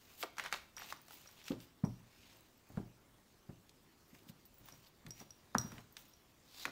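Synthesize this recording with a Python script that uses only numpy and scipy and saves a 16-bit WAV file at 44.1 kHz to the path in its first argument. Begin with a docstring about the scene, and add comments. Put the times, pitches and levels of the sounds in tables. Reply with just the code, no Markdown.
"""Card faces rub softly, then packet edges clack and thump as hands shuffle a small deck in a quiet room.
The deck is set on a cloth-covered table and cut into piles; finger rings clink, thin very high tones flicker.
Rubs are roughened noise through a moving resonance; clacks and thumps are short swings plus noise bursts.
Clinks and high tones are dying sines of jittering level; sparse taps add a short room tail, over steady hiss."""
import sys
import numpy as np
from scipy import signal
from scipy.io import wavfile
from scipy.ndimage import uniform_filter1d

SR = 44100
rng = np.random.default_rng(int(sys.argv[2]) if len(sys.argv) > 2 else 0)


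def wav_record(signal):
    """Record a signal, one row per channel, as 16-bit PCM in the file named by sys.argv[1]."""
    frames = np.transpose(np.atleast_2d(signal))
    bounded = np.clip(frames, -1, 1)
    # unit amplitude maps onto the largest positive 16-bit level
    quanta = np.round(bounded * 32767).astype(np.int16)
    wavfile.write(sys.argv[1], SR, quanta)


N = 295911
CONTROL_STEP = 64  # samples per point of the slide controls


def amp(db):
    """Decibels to gain."""
    return 10 ** (np.asarray(db) / 20)


def evened(x):
    """Scales to rms 1."""
    return x / np.sqrt(np.mean(x ** 2) + 1e-20)


def read(points, hz):
    """Interpolates a table on a log-frequency axis."""
    f, value = np.transpose(points)
    return np.interp(np.log(hz + 1), np.log(f + 1), value)


def add(mix, s, sound):
    """Mixes a sound in at s seconds."""
    part = mix[round(s * SR):][:len(sound)]
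    part += sound[:len(part)]


def band(x, lo_hz, hi_hz, order=2):
    """Butterworth band-pass."""
    return signal.sosfilt(signal.butter(order, [lo_hz, hi_hz], "bandpass", fs=SR, output="sos"), x)


def coloured(x, points, patchy_db):
    """Gives x a spectrum that drifts in small patches of time and frequency; rms 1."""
    hz, _, z = signal.stft(x, SR, nperseg=1024, noverlap=768)
    patches = uniform_filter1d(rng.standard_normal(z.shape), size=12, axis=0)
    patches = uniform_filter1d(patches, size=10, axis=1)
    z = z * amp(read(points, hz)[:, None] + patchy_db * evened(patches))
    return evened(signal.istft(z, SR, nperseg=1024, noverlap=768)[1][:N])


def ring(modes, seconds):
    """Sum of dying sines, one per (Hz, dB, t60 s) mode."""
    t = np.arange(round(seconds * SR)) / SR
    return sum(amp(db - 60 * t / max(t60, .005)) * np.sin(2 * np.pi * hz * t) for hz, db, t60 in modes)


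def push(hz, turns, crest):
    """A soft blow: a few swings under a smooth hump, the main crest at a share of its length."""
    u = np.arange(round(turns / hz * SR)) / SR * hz
    hump = np.sin(np.pi * u / turns) ** 2
    return hump * np.cos(2 * np.pi * (u - crest * turns))


def chatter(noise, count, depth_db):
    """Quick random swings of gain, interpolated between noise points spread over count samples."""
    return np.interp(np.arange(count), np.linspace(0, count, len(noise)), amp(depth_db * noise))


def resonate(x, hz, width_hz):
    """Moving resonance: shifts the curve hz down to zero, smooths, shifts back."""
    turn = np.exp(2j * np.pi * np.cumsum(hz) / SR)
    r = np.exp(-np.pi * width_hz / SR)
    return 2 * (turn * signal.lfilter([1 - r], [1, -r], x / turn)).real


# (frequency [Hz], relative density [dB per Hz])
HISS_SPECTRUM = [(15, -24.5), (25, 4), (48, 0), (161, -9), (236, -6), (363, -1.5), (427, -15.5),
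                 (840, -12.5), (936, -9.5), (1130, -9.5), (1480, -13.5), (6380, -16.5), (16000, -31.5)]
HISS_RMS_DB = -71.5


def hiss():
    """Steady background noise, its spectrum slightly patchy."""
    return amp(HISS_RMS_DB) * coloured(rng.standard_normal(N), HISS_SPECTRUM, patchy_db=3)


STROKE_SPAN_DB = 20  # fall over one build-up or die-away time


def stroke(s, db, build_s, die_s):
    """Power of a gesture that swells to its fastest moment and dies away."""
    t = np.arange(0, N + CONTROL_STEP, CONTROL_STEP) / SR - s
    spans = np.where(t < 0, -t / max(build_s, .005), t / max(die_s, .005))
    return amp(db - STROKE_SPAN_DB * spans) ** 2


# rubbed cards: (frequency [Hz], relative density [dB per Hz])
RUB_SPECTRUM = [(300, -9.5), (800, -6), (1500, -9), (3000, -7), (4500, -4), (7000, -5), (10500, -11),
                (13500, -3), (16000, -3)]
# card faces sliding: (fastest moment [s], rub level [dB], build-up [s], die-away before AIR_FADE [s],
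# airy treble re rub [dB], pitch of the gap between the cards [Hz])
SLIDE_STROKES = [(.15, -66, .6, 0.092, -1, 2420), (0.214, -52, 0.059, 0.062, 5.5, 3280),
                 (.388, -48.5, 0.013, 0.077, -18, 1630), (0.464, -47.5, 0.07, .04, -23, 1650),
                 (0.534, -48.5, 0.036, 0.092, -14, 2000), (0.812, -54, 0.047, 0.21, -26, 2310),
                 (.91, -54, 0.082, 0.048, -2, 2970), (1.12, -60, 0.087, 0.37, 2.5, 2700),
                 (1.27, -69, .3, .2, -13, 2780), (1.399, -60.5, 0.057, 0.057, -20, 2780),
                 (1.478, -54.5, 0.058, 0.084, -5.5, 2800), (1.61, -63, 0.031, 0.11, 1.5, 2800),
                 (2.31, -66, 0.51, .25, -26, 2480), (2.76, -68, 0.17, 0.085, -18, 1500),
                 (4.15, -69.5, .13, 0.26, -1, 2300), (4.296, -58.5, 0.025, 0.017, 4, 3500),
                 (4.69, -65, 0.17, 0.26, -5, 1970), (4.845, -68, 0.043, 0.026, -18, 3280),
                 (4.87, -63, .02, 0.017, -23, 3100), (5.20, -60.5, 0.12, .09, -1.5, 2260),
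                 (5.60, -60.5, 0.034, 0.31, 2, 1390), (5.80, -67.5, 0.56, 0.037, -16, 2080),
                 (5.98, -61.5, .02, 0.18, 3, 2770), (6.56, -73, 0.1, 0.076, -12, 4200),
                 (6.63, -52.5, 0.16, 0.11, -6.5, 3860)]
REST_DB, REST_AIR_DB, REST_HZ = -81.5, 5.5, 2420  # fingers resting on the cards: rub, air re rub, gap pitch
AIR_FADE = 1.26  # treble dies this many times faster than the rub
FLUTTER_DB = 1.6  # uneven catches of a few ms as card edges pass
GAP_DB, GAP_PER_AIR = -7.5, -0.96  # gap colour re rub at equal air; exponent on air/rub: less air, more colour
DRAG_DB = -71  # arms resting and shifting on the cloth
SWEEP = (5.77, -59.5, .45, .08)  # a pile swept up: (time [s], level [dB], build-up [s], die-away [s])


def slides():
    """Rubbing is noise roughened by small slips; the air gap between cards colours it; arms drag on cloth."""
    rest = amp(REST_DB) ** 2
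    strokes = np.array([stroke(s, db, build, die) for s, db, build, die, _, _ in SLIDE_STROKES])
    rub_power = strokes.sum(0) + rest
    air_power = sum(stroke(s, db + air_db, build, die / AIR_FADE)
                    for s, db, build, die, air_db, _ in SLIDE_STROKES)
    air_power = air_power + rest * amp(REST_AIR_DB) ** 2
    drag_power = stroke(*SWEEP) + amp(DRAG_DB) ** 2
    # root of the power-weighted mean pitch is not taken: pitch is averaged directly
    gap_hz = (np.transpose(SLIDE_STROKES)[5] @ strokes + rest * REST_HZ) / rub_power

    rub_gain, air_gain, drag_gain = (np.sqrt(p).repeat(CONTROL_STEP)[:N]
                                     for p in (rub_power, air_power, drag_power))
    gap_hz = gap_hz.repeat(CONTROL_STEP)[:N]
    gap_gain = amp(GAP_DB) * (air_gain / rub_gain) ** GAP_PER_AIR

    slip_sizes = np.minimum(rng.exponential(1, N // CONTROL_STEP + 1), 4)
    slips = amp(1.8 * slip_sizes).repeat(CONTROL_STEP)[:N]
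    flutter = chatter(rng.standard_normal(N // 256), N, FLUTTER_DB)
    rub = coloured(rng.standard_normal(N) * slips * flutter, RUB_SPECTRUM, patchy_db=1.5)
    air = signal.sosfilt(signal.butter(2, 6500, "highpass", fs=SR, output="sos"), rub)
    gap = resonate(resonate(rub, gap_hz, width_hz=2900), gap_hz, width_hz=2900)
    body = evened(rub - air) + gap_gain * evened(gap)
    body = body / np.sqrt(1 + gap_gain ** 2)
    drag = evened(band(rng.standard_normal(N), 44, 252, order=1))
    return rub_gain * body + air_gain * evened(air) + drag_gain * drag


# card edges meeting: (time [s], level [dB], pitch of the packet [Hz], treble crack re level [dB])
EDGE_CLACKS = [(0.228, -29, 2000, -7.5), (0.235, -31, 1120, -11.5), (0.369, -45.5, 1090, -9),
               (0.383, -36, 1420, -4.5), (0.397, -27, 1730, -16), (0.439, -48, 1140, 2),
               (0.451, -37, 1480, -18), (0.461, -30, 1470, -17), (0.526, -25.5, 1580, -8),
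               (0.541, -25, 3080, -30), (0.545, -30, 1170, -24), (0.773, -45, 1110, -6.5),
               (0.781, -39, 2500, -11), (0.798, -42.5, 1290, -17), (0.82, -38, 1260, -14.5),
               (0.903, -37, 3030, -19), (0.925, -33, 1194, -11), (1.083, -56.5, 1130, 2),
               (1.1, -60, 2770, -5), (1.108, -49.5, 1190, -3.5), (1.132, -50, 1800, -7),
               (1.259, -47, 1120, -14), (1.29, -55, 1470, -5), (1.416, -45.5, 2520, -24),
               (1.482, -34, 2920, -12.5), (1.519, -42, 2660, -13), (1.603, -57, 3120, 2),
               (2.773, -41, 1130, -23), (3.694, -64.5, 5000, 8.5), (4.15, -51.5, 2190, -14),
               (4.289, -57, 3100, -2), (4.453, -70, 5000, 7.5), (4.686, -52, 1450, -1),
               (5.065, -50, 2520, -1.5), (5.204, -57, 1340, -11), (5.547, -39.5, 1100, -7.5),
               (5.551, -14.5, 1150, -38), (5.558, -65, 4000, 1), (5.719, -45, 1460, -6),
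               (5.782, -41, 2010, -19), (5.968, -41, 2400, -5), (6.654, -24, 1810, -12.5),
               (6.68, -39, 1150, -25)]
RATTLE_T60_S = 0.035  # the crack dies twice as fast
RATTLE_DB, RATTLE_PER_CRACK = -0.5, 0.57  # rattle re level; dB per dB of crack below 0


def clacks():
    """A rattling noise burst starts almost at once and dies away, with a two-cycle swing and a brighter crack."""
    out, lead = np.zeros(N), 512
    t = np.arange(-lead, 2048) / SR
    rise = np.exp(np.minimum(t, 0) / 0.00013)
    fade = np.where(t < 0, rise, amp(-60 * t / RATTLE_T60_S))
    noises = rng.standard_normal((len(EDGE_CLACKS), 2, len(t)))
    for (s, db, hz, crack_db), noise in zip(EDGE_CLACKS, noises):
        rattle = evened(band(noise[0], hz * .5, hz * 2)) * fade
        rattle = band(rattle, hz * 0.31, hz * 1.64)
        rattle_db = RATTLE_DB + RATTLE_PER_CRACK * min(crack_db, 0)
        crack = evened(band(noise[1], 3100, 6600, order=1)) * fade ** 2
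        add(out, s - lead / SR, amp(db) * (amp(rattle_db) * rattle + amp(crack_db) * crack))
        add(out, s - .0005, amp(db) * push(hz, turns=2.2, crest=.5))
    return out


# packets, fingers and palms landing on the table:
# (time [s], push level [dB], push pitch [Hz], table ring re push [dB], slap of the cards re push [dB])
TABLE_THUMPS = [(0.231, -52.5, 315, -14, 19), (1.501, -28.5, 234, -12.5, -13), (1.833, -23, 185, -12, -15),
                (2.694, -51.5, 153, -1.5, -1.5), (2.738, -50, 131, -14, -9),
                (2.769, -28, 167, -12.5, -10.5), (2.797, -38.5, 304, -18.5, -26),
                (3.487, -39, 168.5, -12, -9.5), (4.126, -53, 210, -7.5, -27), (4.2, -62, 177, -1, -22),
                (4.263, -54, 248, -15, -24), (4.291, -46, 165, -16, -10), (4.601, -63, 155, 2.5, -21),
                (4.718, -57, 165, -2, 4), (5.047, -50.5, 190, -4.5, -15), (5.064, -47, 155, -4, -9),
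                (5.205, -48, 220, -9, 2.5), (5.549, -28.5, 213, -13, -7.5), (5.583, -42, 114, -11, -13),
                (5.642, -37.5, 182, -13.5, -33), (5.719, -48, 185, -6, -13), (5.78, -50, 185, -28, 2),
                (6.654, -42, 326, -6.5, -32.5)]
# dense ring of the damped table top under a 200 Hz push: (frequency [Hz], level [dB], t60 [s])
TABLE_RING = [(41, -12.5, 0.17), (120, -3.5, 0.41), (199, 2.5, 0.18), (340, -2, 0.25), (442, -5.5, 0.13),
              (620, -15, 0.25), (1090, -21, 0.2), (1930, -49, 0.4)]
# clear low modes of the table top under a 200 Hz push: (frequency [Hz], level [dB], t60 [s])
TABLE_BOOM = [(116.2, -10, 0.65), (44, -15.5, 0.42)]


def thumps():
    """A low push through the cloth and a dull slap; the top rings higher for a smaller, harder blow."""
    out, t = np.zeros(N), np.arange(24576) / SR
    f, level_db, t60 = np.transpose(TABLE_RING)
    noises = rng.standard_normal((len(TABLE_THUMPS), 2, len(t)))
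    for (s, db, hz, ring_db, slap_db), noise in zip(TABLE_THUMPS, noises):
        hard = hz / 200
        bins, frames, z = signal.stft(noise[0], SR, nperseg=1024)
        start_db = read(np.c_[f * hard, level_db], bins)[:, None]
        fall_db = 60 * frames / read(np.c_[f, t60], bins)[:, None]
        dense = 8.1 * signal.istft(z * amp(start_db - fall_db), SR, nperseg=1024)[1][:len(t)]
        table = dense + ring(TABLE_BOOM, len(t) / SR) / hard ** 1.7
        slap = evened(band(noise[1], 303, 1060)) * amp(-60 * t / 0.074)
        add(out, s + .002, amp(db) * push(hz, turns=2.6, crest=.62))
        add(out, s + 0.00368, amp(db + ring_db) * table * (1 - np.exp(-t / 0.0041)))
        add(out, s + 0.00169, amp(db + slap_db) * slap * (1 - np.exp(-t / 0.011)))
    return out


# thin, very high tones: (time [s], level [dB], pitch [Hz])
HIGH_TONES = [(0.5444, -60, 15600), (0.791, -49, 14500), (0.8629, -55, 13300), (0.911, -64, 13400),
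              (1.0163, -53.5, 15200), (1.1378, -59, 15500), (1.3134, -55, 13600), (2.3695, -64, 13700),
              (2.408, -55, 15760), (2.6903, -61, 14300), (4.0811, -64, 14100), (4.455, -57, 15300),
              (4.46, -56, 14000), (4.5426, -58, 15500), (4.582, -60, 13200), (4.8284, -72, 13400),
              (4.582, -56, 15400), (4.6563, -55, 15500), (4.6887, -52, 15300), (5.084, -58, 13600),
              (5.211, -56, 15500), (5.7166, -68, 13800), (5.925, -55.5, 13700), (6.0821, -60, 13800)]


def high_tones():
    """Thin, flickering, very high tones, each with a faint tick and five weaker short tones within .2 s."""
    out, pitches_hz = np.zeros(N), np.transpose(HIGH_TONES)[2]
    noises = rng.standard_normal((len(HIGH_TONES), 40))
    follower_draws = rng.random((len(HIGH_TONES), 5, 2))
    for (s, db, hz), noise, followers in zip(HIGH_TONES, noises, follower_draws):
        tone = ring([(hz, -4, .08)], .15)
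        tone = tone * chatter(noise, len(tone), depth_db=5.0)
        tick = np.diff(noise) * np.hanning(len(noise) - 1)
        add(out, s, amp(db) * tone)
        add(out, s, amp(db) * tick)
        for late, which in followers:  # random delay, random pitch from the table
            follower_hz = pitches_hz[int(which * len(pitches_hz))]
            add(out, s + .2 * late, amp(db) * ring([(follower_hz, -12, .025)], .1))
    return out


# a finger ring knocks another: (time [s], level [dB])
RING_CLINKS = [(0.7672, -45), (0.833, -57), (0.973, -64), (1.275, -57.5), (1.442, -57.5), (1.85, -52),
               (4.7237, -55), (5.1074, -42), (5.2013, -55.5), (5.307, -54), (5.584, -31), (5.6145, -44),
               (6.137, -59)]
# modes of the metal band: (frequency [Hz], level re clink [dB], t60 [s])
RING_MODES = [(5680, 3.5, 0.037), (5740, -10.5, 0.22), (5750, -28, 0.26), (5130, -7.5, 0.031),
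              (6050, -29, .03), (7860, -22, 0.083), (10070, -12.5, 0.02), (14400, -12.5, 0.058)]
TICK_DB, TICK_GROWTH = -3, 0.93  # tick re a -43.5 dB clink; further dB per dB of harder knock


def clinks():
    """Metal rings: a sharp tick and the close modes of the band, which goes on chattering."""
    out, metal = np.zeros(N), ring(RING_MODES, 0.46)
    noises = rng.standard_normal((len(RING_CLINKS), 2, 128))
    for (s, db), noise in zip(RING_CLINKS, noises):
        jangle = metal * chatter(noise[1], len(metal), depth_db=3.0)
        tick = band(noise[0], 3800, 11000) * amp(-.3 * np.arange(128))
        tick_db = db + TICK_DB + TICK_GROWTH * (db + 43.5)
        add(out, s - .0005, amp(db) * jangle)
        add(out, s - .0005, amp(tick_db) * tick)
    return out


# room tail: (frequency [Hz], t60 [s])
ROOM_T60 = [(200, 0.45), (1000, 0.4), (4000, 0.48), (12000, 0.046)]
ROOM_DB = -17  # gain of the unit-energy tail


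def room(x):
    """Sparse taps of random sign, each band dying at its own speed."""
    taps = np.zeros(SR // 2)
    at = np.arange(200, len(taps) - 20, 20)
    taps[at + rng.integers(0, 20, len(at))] = rng.choice([-1., 1.], len(at))
    hz, t, z = signal.stft(taps, SR, nperseg=256)
    z = z * amp(-60 * t / read(ROOM_T60, hz)[:, None])
    tail = signal.istft(z, SR, nperseg=256)[1]
    return amp(ROOM_DB) * signal.fftconvolve(x, tail / np.linalg.norm(tail))[:N]


def scene():
    """Hands, cards, table and high tones, their room tail, and the steady hiss."""
    near = slides() + clacks() + thumps() + high_tones() + clinks()
    return (near + room(near) + hiss())[None]


EDGE_HZ = 15750


def record(dry):
    """Band limit: a steep linear-phase low-pass."""
    low_pass = signal.firwin(511, EDGE_HZ, window=("kaiser", 9), fs=SR)
    return signal.oaconvolve(dry, low_pass[None], "same")


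dry = scene()
out = record(dry)
wav_record(out)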